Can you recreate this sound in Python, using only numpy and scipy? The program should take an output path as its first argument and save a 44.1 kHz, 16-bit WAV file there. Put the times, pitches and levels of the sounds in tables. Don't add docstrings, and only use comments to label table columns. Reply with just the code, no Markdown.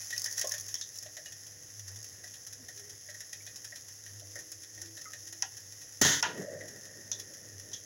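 import sys
import numpy as np
from scipy import signal
from scipy.fft import rfft, irfft
from scipy.io import wavfile

SR = 44100
rng = np.random.default_rng(int(sys.argv[2]) if len(sys.argv) > 2 else 0)


def put_to_file(sound):
    columns = np.atleast_2d(sound).T
    safe = np.clip(columns, -1, 1)
    whole_steps = np.round(safe * 32767)
    wavfile.write(sys.argv[1], SR, whole_steps.astype(np.int16))


N = 346185


# time of the top in seconds, length in seconds, level in dB.
HUM_SWELLS = [(1.893, 0.44, -45), (4.225, 0.32, -52), (6.09, 0.23, -45), (7.57, 0.24, -46.5)]
# pitch in Hz, relative level in dB.
HUM_LINES = [(301, -75), (415, -80.5), (500.5, -73), (619, -82)]
# middle in seconds, length in seconds, pitch in Hz,
# relative level in dB.
FAINT_TONES = [(2.619, 0.093, 253, -64), (2.843, 0.34, 409.5, -66), (4.45, 1, 332, -73.5),
               (4.882, 0.31, 330, -64.5), (5.34, 0.38, 334, -70.5)]
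# frequency in Hz, relative level in dB.
AIR_SPECTRUM = [(20, -15), (55, -3.5), (90, 5), (140, 5), (220, -3.5), (400, -2.5), (650, -6), (1000, -14),
                (3000, -19.5)]

# frequency in Hz, relative level in dB.
ROAR_SPECTRUM = [(60, -22), (150, 3), (230, 1), (340, 1), (420, 3), (700, -7.5), (1000, -24), (1600, -22),
                 (3000, -34)]
# frequency in Hz, relative level in dB.
BURNER_SPECTRUM = [(300, -55), (460, -5.5), (530, 3), (610, 2), (700, -12), (900, -46), (1500, -51)]
# centre in Hz, width in Hz, relative level in dB.
WOK_MODES = [(554, 160, 1.5), (1852, 130, 1)]

# start in seconds, relative level in dB, T60 in seconds.
THUMPS = [(6.014, -18.5, 0.074), (6.05, -24.5, 0.14), (6.085, -37, 0.45)]
# frequency in Hz, relative level in dB.
THUMP_SPECTRUM = [(25, -20), (70, -15), (120, -4), (220, -8.5), (290, -5.5), (450, -9), (800, -15),
                  (2000, -25.5)]
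# frequency in Hz, relative level in dB.
SPRING_SPECTRUM = [(100, -10.5), (700, -4), (950, 5), (1900, 3.5), (2500, -2.5), (3300, 11), (4500, 8.5),
                   (6500, 5), (11000, -7.5), (16000, 1)]
# pitch in Hz, relative level in dB.
STEEL_NOTES = [(145, 1), (283, 5), (945, 0), (1469, -0.5), (1580, -10), (1625, -17), (1773, -6.5),
               (1853, -5.5), (1992, -13), (3057, -1.5), (3600, 0), (4575, -12), (6009, -4), (6282, -18),
               (6640, -5)]

# start in seconds, tick level in dB,
# casing level in dB, casing T60 in seconds, knob level in dB, knob pitch in Hz.
CLICKS = [(0.742, -22.5, -66, .1, -45, 3340), (0.7537, -25, -75, .1, -53, 3280),
          (0.812, -24.5, -75, .1, -39, 3700), (5.4231, -14, -36, 0.1, -43.5, 2880),
          (6.2264, -12.5, -26, 0.27, -36, 3320), (7.116, -22.5, -56, 0.2, -37, 3600),
          (7.716, -41.5, -56, 0.086, -55, 3800), (7.732, -48, -77, .1, -41, 3330)]
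# centre in Hz, width in Hz, relative level in dB.
CASING_MODES = [(574, 200, -11), (940, 90, 4), (1430, 39, 1), (1665, 44, -3.5), (1886, 56, -11.5),
                (2700, 740, -9.5), (5460, 2300, -20)]

# start in seconds, pitch in Hz,
# level in dB, T60 in seconds.
BUBBLES = [(0.126, 1870, -39.5, 0.092), (0.28, 1920, -45.5, 0.052), (0.442, 607, -28, 0.11),
           (0.444, 1068, -43, 0.31), (1.06, 626, -39, 0.061), (1.183, 622, -46, 0.11),
           (1.26, 2873, -47.5, 0.11), (3.405, 2290, -49.5, 0.054), (4.22, 615, -46.5, 0.08),
           (4.357, 586, -43.5, 0.12), (4.358, 1820, -45.5, 0.043), (5.056, 1285, -44, 0.2),
           (5.055, 2050, -45.5, 0.023), (5.423, 795, -38.5, 0.11)]

# start in seconds, then the relative
# levels in dB of the body, the rasp and the fizz.
PUFFS = [(0.1036, -41, -46, -36), (0.127, -47, -46, -41), (0.1603, -43, -47, -41), (0.256, -37, -47, -34.5),
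         (0.379, -37, -48, -36), (0.412, -29.5, -40.5, -32.5), (0.4433, -44, -52, -38),
         (0.51, -32, -51, -37), (0.5377, -34.5, -45.5, -36.5), (1.06, -43.5, -52.5, -48),
         (1.1664, -35, -50.5, -43.5), (1.2563, -41, -49, -44), (1.879, -55, -66, -40),
         (2.3371, -52, -51.5, -47), (2.237, -41, -60, -45), (2.466, -71, -64, -41.5),
         (2.6838, -39.5, -55.5, -44), (2.793, -55, -69, -47), (3.0844, -36.5, -57, -56),
         (3.142, -42, -59, -49), (3.2031, -42.5, -53, -41.5), (3.328, -50, -52, -49), (3.47, -44, -53, -63),
         (3.558, -64, -56, -41.5), (3.6437, -58, -55.5, -44.5), (3.7214, -36, -65, -58),
         (3.7568, -63, -51, -41), (4.0607, -47, -56, -50), (4.355, -35, -62, -41), (4.775, -43, -61, -53),
         (4.815, -45.5, -62, -41.5), (4.9715, -41.5, -53, -45.5), (5.132, -39, -51, -42),
         (5.325, -43, -54, -44.5), (6.6078, -32, -59, -55), (7.196, -58, -51, -41.5)]
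# frequency in Hz, relative level in dB.
STEAM_SPECTRUM = [(700, -17), (1200, -17), (1850, 11.5), (2300, 0.5), (3200, -12), (5000, -26.5)]
# frequency in Hz, relative level in dB.
RASP_SPECTRUM = [(1600, -37), (2400, 9.5), (2900, 8), (3800, 12), (4500, 9.5), (5500, -51)]
# frequency in Hz, relative level in dB.
HOLLOW_SPECTRUM = [(250, -44.5), (480, -18.5), (610, 7), (760, -11.5), (1300, -34.5)]

# start in seconds, relative level in dB.
POPS = [(0.0448, -25), (0.1787, -17.5), (0.195, -22), (0.2179, -17.5), (0.2425, -15.5), (0.311, -23),
        (0.3255, -20.5), (0.3775, -17), (0.3945, -15), (0.4125, -16), (0.4715, -17), (0.493, -18.5),
        (0.5192, -16.5), (0.581, -26), (0.598, -25), (0.609, -21.5), (0.6818, -27), (0.742, -21),
        (0.974, -29), (0.9865, -24.5), (2.0278, -29), (4.5173, -23)]
# frequency in Hz, relative level in dB.
CRACK_SPECTRUM = [(300, -25), (1000, -7), (3000, -18), (5000, 13), (7000, 3), (8500, 5.5), (12000, -3),
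                  (16000, 9)]

# time in seconds, level in dB.
SIZZLE_LEVEL = [(0.0, -40.5), (0.37, -39.5), (0.9, -45.5), (1.6, -47.5), (5.9, -46.5), (6.35, -50),
                (6.7, -48), (7.85, -48)]
# frequency in Hz, relative level in dB.
FAT_SPECTRUM = [(200, -36), (600, -8.5), (1200, -13), (1900, -12.5), (2600, -13.5), (4300, -8), (5300, 4.5),
                (7000, -4.5), (8400, -6), (11000, -3.5), (13500, -6.5), (15500, -1)]

# frequency in Hz, T60 in seconds.
KITCHEN_T60 = [(200, 0.2), (2000, 0.15), (6000, 0.1), (14000, 0.034)]
# frequency in Hz, relative level in dB.
PORT_SPECTRUM = [(1100, -14), (1500, -8.5), (1740, -1.5), (1900, 1.5), (2250, -11), (3200, -9), (4400, -14),
                 (5300, -7.5), (6500, 1.5), (7400, -7.5), (8300, -22.5), (10900, -5), (13600, -24),
                 (15300, -16.5)]

TOP_HZ = 15950

HUM_HZ, HUM_DB, HUM_WAVER_DB = 100.5, -57, 2.5
BEAT_HZ, BEAT_DB = 3.5, -4.5
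LIGHT_S, LIGHT_RISE_S, FLARE_END_S = 6.225, 0.04, 0.0093
ROAR_DB, ROAR_FLARE_DB, ROAR_FLARE_S, ROAR_SETTLE_DB_PER_S = -46.5, 7.5, 0.236, 10.5
BURNER_DB, BURNER_FLARE_DB, BURNER_FLARE_S, BURNER_SETTLE_DB_PER_S = -53, 13, 0.44, 9
FLUTTER_DB, FLUTTER_PER_S = 3, 18
STRIKE_S, CAUGHT_S = 6.0125, 6.211
RATTLE_DB, RATTLE_FALL_DB, RATTLE_BEND, RATTLE_EDGE_S = -24.5, 15, 2.7, 0.0035
HOLLOW_DB = -9.5
SMALL_PUFFS_PER_S, SMALL_PUFF_SPREAD_DB = 5, 0
SMALL_BODY_DB, SMALL_RASP_DB, SMALL_FIZZ_DB = -8, -11, 2
SMALL_POPS_PER_S, SMALL_POP_SPREAD_DB = 4, 2
WOK_DB, WOK_FOLLOWS = -82.5, 1.7


def amp(db):
    return 10 ** (np.asarray(db) / 20)


def unit(x):
    return x / np.sqrt(np.mean(np.abs(x) ** 2) + 1e-20)


def along(points, hz):
    point_hz, values = np.transpose(points)
    return np.interp(np.log(hz + 1), np.log(point_hz), values)


def clock():
    return np.arange(N) / SR


def curve(rows):
    return np.interp(clock(), *np.transpose(rows))


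def noise(size=N):
    return rng.standard_normal(size)


def wobble(rate, size=N):
    knots = rng.standard_normal(int(size * rate / SR) + 4)
    fine = signal.resample(knots, 6 * len(knots))
    return np.interp(np.arange(size) * (6 * rate / SR), np.arange(len(fine)), fine)


def filtered(x, response, size=4096):
    impulse = irfft(response(np.fft.rfftfreq(size, 1 / SR)))
    return signal.oaconvolve(x, impulse)[:len(x)]


def coloured(x, points):
    def response(hz):
        cepstrum = irfft(np.log(unit(amp(along(points, hz)))))
        cepstrum[1:len(hz) - 1] *= 2
        cepstrum[len(hz):] = 0
        return np.exp(rfft(cepstrum))
    return filtered(x, response)


def resonated(x, modes):
    def response(hz):
        total = 0
        for k, (centre, width, db) in enumerate(modes):
            damping = 1j * hz * width
            peak = amp(db) * damping / (centre * centre - hz * hz + damping)
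            total = total + (-1) ** k * peak
        return unit(total)
    return filtered(x, response)


def fade(t60, attack, size=SR // 3):
    t = np.arange(size) / SR
    return (1 - np.exp(-t / attack)) * np.exp(-np.log(1000) * t / t60)


def grains(rate, spread_db, size=N):
    sign = np.sign(noise(size))
    present = rng.random(size) < rate / SR
    height = amp(spread_db * np.clip(noise(size), -2, 2))
    return unit(present * sign * height)


def tone(hz, drift, rate, size=N):
    return np.sin(2 * np.pi * hz * np.arange(size) / SR + drift * wobble(rate, size))


def add(track, s, sound):
    part = track[int(s * SR):][:len(sound)]
    part += sound[:len(part)]


def bursts(rows, shape):
    out = np.zeros(N)
    for s, db in rows:
        add(out, s, amp(db) * shape)
    return out


def chance_events(per_s, spread_db):
    draw = rng.random((int(per_s * N / SR), 2))
    s = (np.arange(len(draw)) + draw[:, 0]) / per_s
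    scatter = spread_db * np.sqrt(3) * (2 * draw[:, 1] - 1)
    return np.column_stack([s, np.interp(s, *np.transpose(SIZZLE_LEVEL)) + scatter])


def kitchen(x, wet_db):
    hz, t, bands = signal.stft(rng.standard_normal(SR // 2), SR, nperseg=256)
    decay = np.exp(-np.log(1000) * t / along(KITCHEN_T60, hz)[:, None])
    tail = signal.istft(bands * decay, SR, nperseg=256)[1]
    tail[:SR // 300] = 0
    return x + amp(wet_db) * signal.fftconvolve(x, tail / np.linalg.norm(tail))[:N]


def widened(x, side_db):
    treble = signal.sosfiltfilt(signal.butter(4, 4600, "high", fs=SR, output="sos"), x)
    side = amp(side_db) * np.gradient(treble)
    return np.array([x + side, x - side])


def background():
    swells, tones = np.zeros((2, N))
    for s, length, db in HUM_SWELLS:
        add(swells, s - length / 2, amp(db) * np.hanning(int(length * SR)))
    steady = amp(HUM_DB + HUM_WAVER_DB * wobble(10))
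    hum = (steady + swells) * tone(HUM_HZ, drift=0.93, rate=12)
    neighbour = amp(BEAT_DB) * steady * tone(HUM_HZ + BEAT_HZ, drift=1.02, rate=14)
    lines = sum(amp(db) * tone(hz, drift=0.81, rate=8.7) for hz, db in HUM_LINES)
    lines = amp(7.0 + 2.5 * wobble(5)) * lines
    for s, length, hz, db in FAINT_TONES:
        size = int(length * SR)
        swell = amp(db + 12.5) * np.hanning(size)
        add(tones, s - length / 2, swell * tone(hz, drift=1.0, rate=44.0, size=size))
    air = amp(-60.5 + 1.8 * wobble(10)) * coloured(noise(), AIR_SPECTRUM)
    return hum + neighbour + lines + tones + air


def flame():
    age = np.maximum(clock() - LIGHT_S, 0)
    lit = np.minimum(age / LIGHT_RISE_S, 1)

    def flaring(length):
        return np.sqrt(age / length) * (1 - np.tanh((age - length) / FLARE_END_S)) / 2

    roar_db = ROAR_DB + ROAR_FLARE_DB * flaring(ROAR_FLARE_S) - ROAR_SETTLE_DB_PER_S * age
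    burner_db = BURNER_DB + BURNER_FLARE_DB * flaring(BURNER_FLARE_S) - BURNER_SETTLE_DB_PER_S * age
    roar = amp(roar_db + FLUTTER_DB * wobble(FLUTTER_PER_S)) * coloured(noise(), ROAR_SPECTRUM)
    burner = amp(burner_db + FLUTTER_DB * wobble(FLUTTER_PER_S)) * coloured(noise(), BURNER_SPECTRUM)
    wok = amp(-58 - ROAR_SETTLE_DB_PER_S * age) * resonated(noise(), WOK_MODES)
    return lit * (roar + burner + wok)


def igniter():
    ring, blows = np.zeros((2, N))
    notes = sum(amp(db) * tone(hz, drift=0.56, rate=27.7, size=SR // 2) for hz, db in STEEL_NOTES)
    add(ring, STRIKE_S, unit(notes))
    chatter = coloured(grains(rate=5000, spread_db=-0.5), SPRING_SPECTRUM)
    free = np.clip(np.minimum(clock() - STRIKE_S, CAUGHT_S - clock()) / RATTLE_EDGE_S, 0, 1)
    spent = np.clip((clock() - STRIKE_S) / (CAUGHT_S - STRIKE_S), 0, 1)
    rattle_level = free * amp(RATTLE_DB - RATTLE_FALL_DB * spent ** RATTLE_BEND)
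    rattle = rattle_level * (amp(-1.5 + 0.64 * wobble(200)) * chatter + amp(-9.0) * ring)
    for s, db, t60 in THUMPS:
        add(blows, s, amp(db) * fade(t60, attack=0.0013))
    thumps = amp(3.5) * coloured(blows * noise(), THUMP_SPECTRUM)
    strike = bursts([(6.0137, -11), (6.0205, -27)], fade(t60=0.027, attack=0.0011)) * noise()
    return widened(coloured(strike, CRACK_SPECTRUM), side_db=-6) + rattle + thumps


def clicks():
    out = np.zeros(N)
    tick, quick = fade(t60=0.011, attack=0.00052), fade(t60=0.17, attack=0.00023)
    size = len(tick)
    for s, tick_db, casing_db, casing_t60, knob_db, knob_hz in CLICKS:
        tick_sound = tone(5510, drift=1.0, rate=1100, size=size) + amp(-8.0) * noise(size)
        snap = amp(tick_db) * tick * tick_sound
        casing_push = amp(casing_db) * fade(casing_t60, attack=0.00059) * noise(size)
        casing = resonated(casing_push, CASING_MODES)
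        knob_push = amp(knob_db) * quick * grains(rate=2200, spread_db=-3.5, size=size)
        knob = resonated(knob_push, [(knob_hz, 260, 0), (5900, 800, -4)])
        add(out, s, snap + casing + knob)
    return kitchen(out, wet_db=-11.5)


def bubbles():
    rings = np.zeros(N)
    for s, hz, db, t60 in BUBBLES:
        shape = fade(t60, attack=0.00069)
        add(rings, s, amp(db) * shape * tone(hz, drift=0.78, rate=170, size=len(shape)))
    return kitchen(rings, wet_db=-8)


def spurts():
    puff = fade(t60=0.05, attack=0.0019)
    faint = [(s, db + SMALL_BODY_DB, db + SMALL_RASP_DB, db + SMALL_FIZZ_DB)
             for s, db in chance_events(SMALL_PUFFS_PER_S, SMALL_PUFF_SPREAD_DB)]
    s, *levels = np.transpose([*PUFFS, *faint])
    body, rasp, fizz = (bursts(zip(s, db), puff) for db in levels)
    sputter = grains(rate=3000, spread_db=5.5)
    steam = coloured(amp(-11.5) * body * sputter, STEAM_SPECTRUM)
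    steam += coloured(amp(4.5) * rasp * noise(), RASP_SPECTRUM)
    steam += coloured(amp(6.0) * fizz * sputter, FAT_SPECTRUM)
    hollow = coloured(amp(HOLLOW_DB) * body * noise(), HOLLOW_SPECTRUM)
    return kitchen(steam + hollow, wet_db=-5.5)


def cracks():
    out = np.zeros(N)
    shape = fade(t60=0.014, attack=0.0016, size=SR // 40)
    for s, db in [*POPS, *chance_events(SMALL_POPS_PER_S, SMALL_POP_SPREAD_DB)]:
        burst = amp(2) * shape * noise(len(shape))
        burst[SR // 1000] += amp(-3)
        brightness = rng.uniform(0, .75)
        add(out, s, amp(db) * np.convolve(burst, [1, -brightness]))
    return kitchen(coloured(out, CRACK_SPECTRUM), wet_db=-8.5)


def sizzle():
    level = curve(SIZZLE_LEVEL)
    fizz = amp(-5.5 + 0.59 * wobble(30) + 0.26 * wobble(9.2)) * grains(rate=7000, spread_db=3)
    ticks = amp(-11.0) * grains(rate=160, spread_db=6.0)
    frying = coloured(amp(level) * (fizz + ticks), FAT_SPECTRUM)
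    wok_db = WOK_DB + WOK_FOLLOWS * (level - np.median(level)) + 3.7 * wobble(13)
    wok = amp(wok_db) * resonated(noise(), [(534, 200, 1.2), (1900, 160, 0.26)])
    return kitchen(wok + frying, wet_db=-9.0)


def scene():
    middle = background() + flame() + bubbles() + spurts() + sizzle()
    return middle + igniter() + widened(clicks(), side_db=-45) + widened(cracks(), side_db=-22)


def record(dry):
    x = np.array([coloured(channel, PORT_SPECTRUM) for channel in dry])
    x = x / np.sqrt(np.sqrt(1 + np.square(np.square(x / .45))))
    low_pass = signal.firwin(801, TOP_HZ, fs=SR)
    return signal.oaconvolve(x, low_pass[None], "same", axes=1)


dry = scene()
out = record(dry)
put_to_file(out)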